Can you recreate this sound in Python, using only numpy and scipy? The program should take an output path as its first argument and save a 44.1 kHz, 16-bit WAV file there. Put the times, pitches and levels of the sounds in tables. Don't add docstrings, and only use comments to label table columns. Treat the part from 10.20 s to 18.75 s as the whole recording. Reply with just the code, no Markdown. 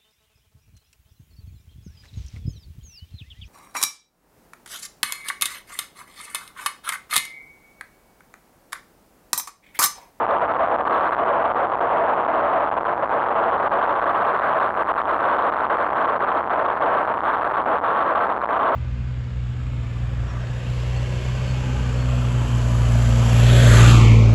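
import sys
import numpy as np
from scipy import signal
from scipy.fft import rfft, irfft
from scipy.io import wavfile
from scipy.ndimage import uniform_filter1d

SR = 44100
rng = np.random.default_rng(int(sys.argv[2]) if len(sys.argv) > 2 else 0)


def master_out(mix):
    frames = np.transpose(np.atleast_2d(mix))
    ceiling = np.clip(frames, -1, 1)
    pcm = np.round(ceiling * 32767).astype(np.int16)
    wavfile.write(sys.argv[1], SR, pcm)


N = 377055

# frequency in Hz, relative spectral level in dB.
ROAR_SPECTRUM = [(120, -1), (250, 8), (450, 5.5), (650, 1.5), (850, -9), (1150, -13.5), (1600, -15),
                 (2200, -16), (3500, -24), (8000, -34)]
# frequency in Hz, bandwidth in Hz, level in dB.
SHELL_MODES = [(481.9, 15, -9), (575.8, 48.6, -5.5), (653, 48.5, -6)]
# frequency in Hz, bandwidth in Hz, level in dB.
PANEL_MODES = [(1159, 97, -10.5), (1325.5, 65, -12.5), (1536, 180, -8), (2980, 1500, -20)]
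# time of the centre in seconds, gain of the drone in dB.
CALM_MOMENTS = [(0.107, 6), (0.225, 8), (0.426, 2), (0.54, 7), (1.152, -1), (1.64, -1), (1.77, -1),
                (2.2, 2.5), (2.35, 1), (2.835, 6), (2.94, 2), (3.27, 9), (3.455, 3), (4.6, 2), (4.705, 1.5),
                (5.07, 7), (6.65, 8.5), (6.75, 5.5), (7.536, 6), (8.5, 6.5)]
# time of the peak in seconds, shudder in dB, half length in seconds.
ROAD_JOLTS = [(0.064, 10, 0.01807), (0.194, 14, 0.01224), (0.266, 11, .014), (0.334, 13, 0.01099),
              (0.379, 13, 0.0079), (0.474, 12, 0.01699), (0.579, 10, .012), (0.639, 11, 0.01813),
              (0.91, 15, 0.007863), (0.954, 15, 0.01272), (1.334, 14, 0.01248), (1.493, 15, .021),
              (1.586, 13, 0.01378), (2.035, 7.5, 0.023), (2.494, 11, .04), (2.631, 14, 0.01382),
              (2.763, 16, 0.01628), (2.814, 15, 0.00821), (2.877, 12.5, .024), (3.054, 7, 0.038),
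              (3.31, 11, 0.0086), (3.379, 11.5, 0.01203), (3.494, 14, 0.0119), (4.203, 10, 0.02564),
              (4.535, 12.5, .04), (4.654, 18, 0.019), (4.742, 12.5, 0.0201), (4.846, 18, .021),
              (4.979, 9.5, .029), (5.376, 11, .04), (5.477, 17.5, 0.0112), (5.705, 9.5, .019),
              (5.984, 13, .012), (6.258, 18, .025), (6.552, 11, .03), (6.865, 17, .007), (6.999, 13, .04),
              (7.204, 9, .04), (7.319, 9, .03), (7.438, 18, .013), (7.605, 20.5, .02), (8.148, 15.5, .022),
              (8.21, 11, 0.019), (8.271, 15, .018)]
# time in seconds, coarseness in dB.
ASPHALT_COARSENESS = [(0.0, -7), (1.6, -6.5), (3.35, -3.5), (4.0, 2.1), (4.38, 1.5), (4.7, 2.5), (5.1, 2.0),
                      (5.5, 1), (5.9, -0.5), (6.4, -2), (7.15, 2.5), (7.52, 0.5), (7.75, 2), (8.2, 0.7),
                      (8.5, 1.5)]

STRAW_FROM_S, STRAW_TO_S, STRAW_EDGE_S, STRAW_DB = 0.665, 0.98, 0.008, 8
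DRONE_DB, DRONE_SLOPE = -0.94, -0.49
GRIT_DB, GRIT_SLOPE = 0.23, 0.62
HISS_DB, HISS_SLOPE = -72.8, 0.9
CONTACT_SLOPE = 0.09


def from_db(db):
    return 10 ** (np.asarray(db) / 20)


def unit_rms(x):
    return x / np.sqrt(np.mean(x ** 2) + 1e-20)


def butter(x, hz, kind, order=2):
    return signal.sosfilt(signal.butter(order, hz, kind, fs=SR, output="sos"), x)


def coloured_noise(spectrum):
    hz, db = np.transpose(spectrum)
    bin_hz = np.maximum(np.arange(N // 2 + 1) * SR / N, 1)
    gain = from_db(np.interp(np.log(bin_hz), np.log(hz), db))
    return unit_rms(irfft(rfft(rng.standard_normal(N)) * gain, N))


def drift(rate_hz):
    return unit_rms(butter(rng.standard_normal(N + SR), rate_hz, "low")[SR:])


def pole_pair(hz, q):
    radius = np.exp(-np.pi * hz / (q * SR))
    return np.array([1, -2 * radius * np.cos(2 * np.pi * hz / SR), radius ** 2])


def resonate(x, hz, width_hz):
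    poles = pole_pair(hz, q=hz / width_hz)
    return signal.lfilter(np.array([1, 0, -1]) * (1 - poles[2]) / 2, poles, x)


def ring(drive, modes):
    return sum(from_db(db) * unit_rms(resonate(drive, hz, width)) for hz, width, db in modes)


def coarseness():
    t = np.arange(N) / SR
    times, asphalt_db = np.transpose(ASPHALT_COARSENESS)
    on_straw = np.clip(np.minimum(t - STRAW_FROM_S, STRAW_TO_S - t) / STRAW_EDGE_S, 0, 1)
    return np.interp(t, times, asphalt_db) + STRAW_DB * on_straw


def high_hiss(clipped):
    hiss = butter(clipped, [8400, 12000], "band") + from_db(-10.5) * resonate(clipped, 6400, 560)
    running_rms = np.sqrt(uniform_filter1d(hiss ** 2, size=SR // 3) + 1e-12)
    return from_db(HISS_DB + HISS_SLOPE * coarseness()) * hiss / running_rms


def wind(level_db=-6):
    lumps = unit_rms(butter(rng.standard_normal(N), [70, 240], "band"))
    return from_db(level_db + 2 * drift(rate_hz=12)) * lumps


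def drone_swell_db(half_length_s=0.017):
    t = np.arange(N) / SR
    return sum(db * np.exp(-((t - s) / half_length_s) ** 2) for s, db in CALM_MOMENTS)


def floor_thud(hz=290, width_hz=230, level_db=-3):
    boom = ring(rng.standard_normal(N), [(hz, width_hz, level_db)])
    return (from_db(drone_swell_db()) - 1) * boom


def stone_rattle(grit_db, base_stones_per_s=260):
    knocks = rng.random(N) < base_stones_per_s * from_db(grit_db) / SR
    strength = from_db(4.2 * np.minimum(rng.exponential(1, N), 4))
    polarity = rng.choice([-1, 1], N)
    rattle = ring(knocks * strength * polarity + 1e-18, PANEL_MODES)
    return from_db(grit_db - 11) * unit_rms(rattle)


def rolling_roar(drone_db, grit_db):
    roar = coloured_noise(ROAR_SPECTRUM)
    treble = butter(roar, 920, "high", order=1)
    roar = roar + treble * (from_db(grit_db) - 1)
    shell = from_db(drone_db + drone_swell_db()) * ring(rng.standard_normal(N), SHELL_MODES)
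    panels = from_db(1.4 * grit_db) * ring(rng.standard_normal(N), PANEL_MODES)
    return roar + shell + panels


def small_bumps(per_s=12, calm_s=0.04):
    gap_jitter, length_octaves = rng.uniform(-1, 1, size=(200, 2)).T
    times = np.cumsum(1 + 0.5 * gap_jitter) / per_s
    level_db = 7.5 - 2.5 * length_octaves
    half_length_s = 0.0105 * 2 ** length_octaves
    to_lull_s = np.abs(times[:, None] - np.array(CALM_MOMENTS)[:, 0]).min(axis=1)
    rows = np.transpose([times, level_db, half_length_s])
    return list(rows[(to_lull_s > calm_s) & (times < N / SR)])


def chassis_shudder(base_hz=89.05, sag_exponent=0.10, wander=0.5, idle_db=-3, gain_db=0.63):
    t = np.arange(N) / SR
    power = np.full(N, from_db(idle_db) ** 2)
    for s, db, half_length in ROAD_JOLTS + small_bumps():
        near = np.abs(t - s) < np.pi * half_length
        power[near] += from_db(db) ** 2 * np.exp(-((t[near] - s) / half_length) ** 2)
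    amplitude = np.sqrt(power)
    pitch_hz = base_hz * (1 + amplitude) ** -sag_exponent
    pitch_hz *= np.exp(wander * np.tanh(drift(rate_hz=35)))
    bounce = np.sin(2 * np.pi * np.cumsum(pitch_hz) / SR)
    rocking = 0.37 * np.tanh(drift(rate_hz=33.7))
    return from_db(gain_db) * amplitude * unit_rms(bounce + rocking)


def scene():
    coarse_db = coarseness()
    drone_db = DRONE_DB + DRONE_SLOPE * coarse_db
    grit_db = GRIT_DB + GRIT_SLOPE * coarse_db
    contact = from_db(CONTACT_SLOPE * coarse_db + 2 * drift(rate_hz=45))
    wheels = contact * (rolling_roar(drone_db, grit_db) + stone_rattle(grit_db))
    return (wheels + floor_thud() + chassis_shudder() + wind())[None]


def housing(x):
    x = signal.lfilter(pole_pair(hz=184, q=0.35), pole_pair(hz=650.6, q=0.84), x)
    cavity = pole_pair(hz=1074.0, q=1.866)
    x = signal.lfilter([cavity.sum()], cavity, x)
    x = x + from_db(-8.5) * resonate(x, hz=290, width_hz=160)
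    x = x - from_db(-5) * resonate(x, hz=99, width_hz=62)
    return butter(x, 290, "high", order=1)


def record(dry, overload_db=13.5, trim_db=-16, ceiling=0.25, cutoff_hz=4694):
    clipped = np.tanh(from_db(overload_db) * dry[0])
    honk = from_db(trim_db) * housing(clipped)
    limited = honk / (1 + np.abs(honk / ceiling) ** 3.2) ** (1 / 3.2)
    port_rasp = from_db(-44.5) * resonate(clipped, hz=3920, width_hz=1700)
    sound = butter(limited + port_rasp, 2540, "low")
    sound = butter(sound, 42, "high", order=1)
    sound = butter(sound, 42, "high", order=4)
    treble_cut = signal.ellip(6, 0.5, 21, cutoff_hz, fs=SR, output="sos")
    sound = signal.sosfilt(treble_cut, sound)
    return butter(sound + high_hiss(clipped), 14000, "low", order=12)[None]


dry = scene()
out = record(dry)
master_out(out)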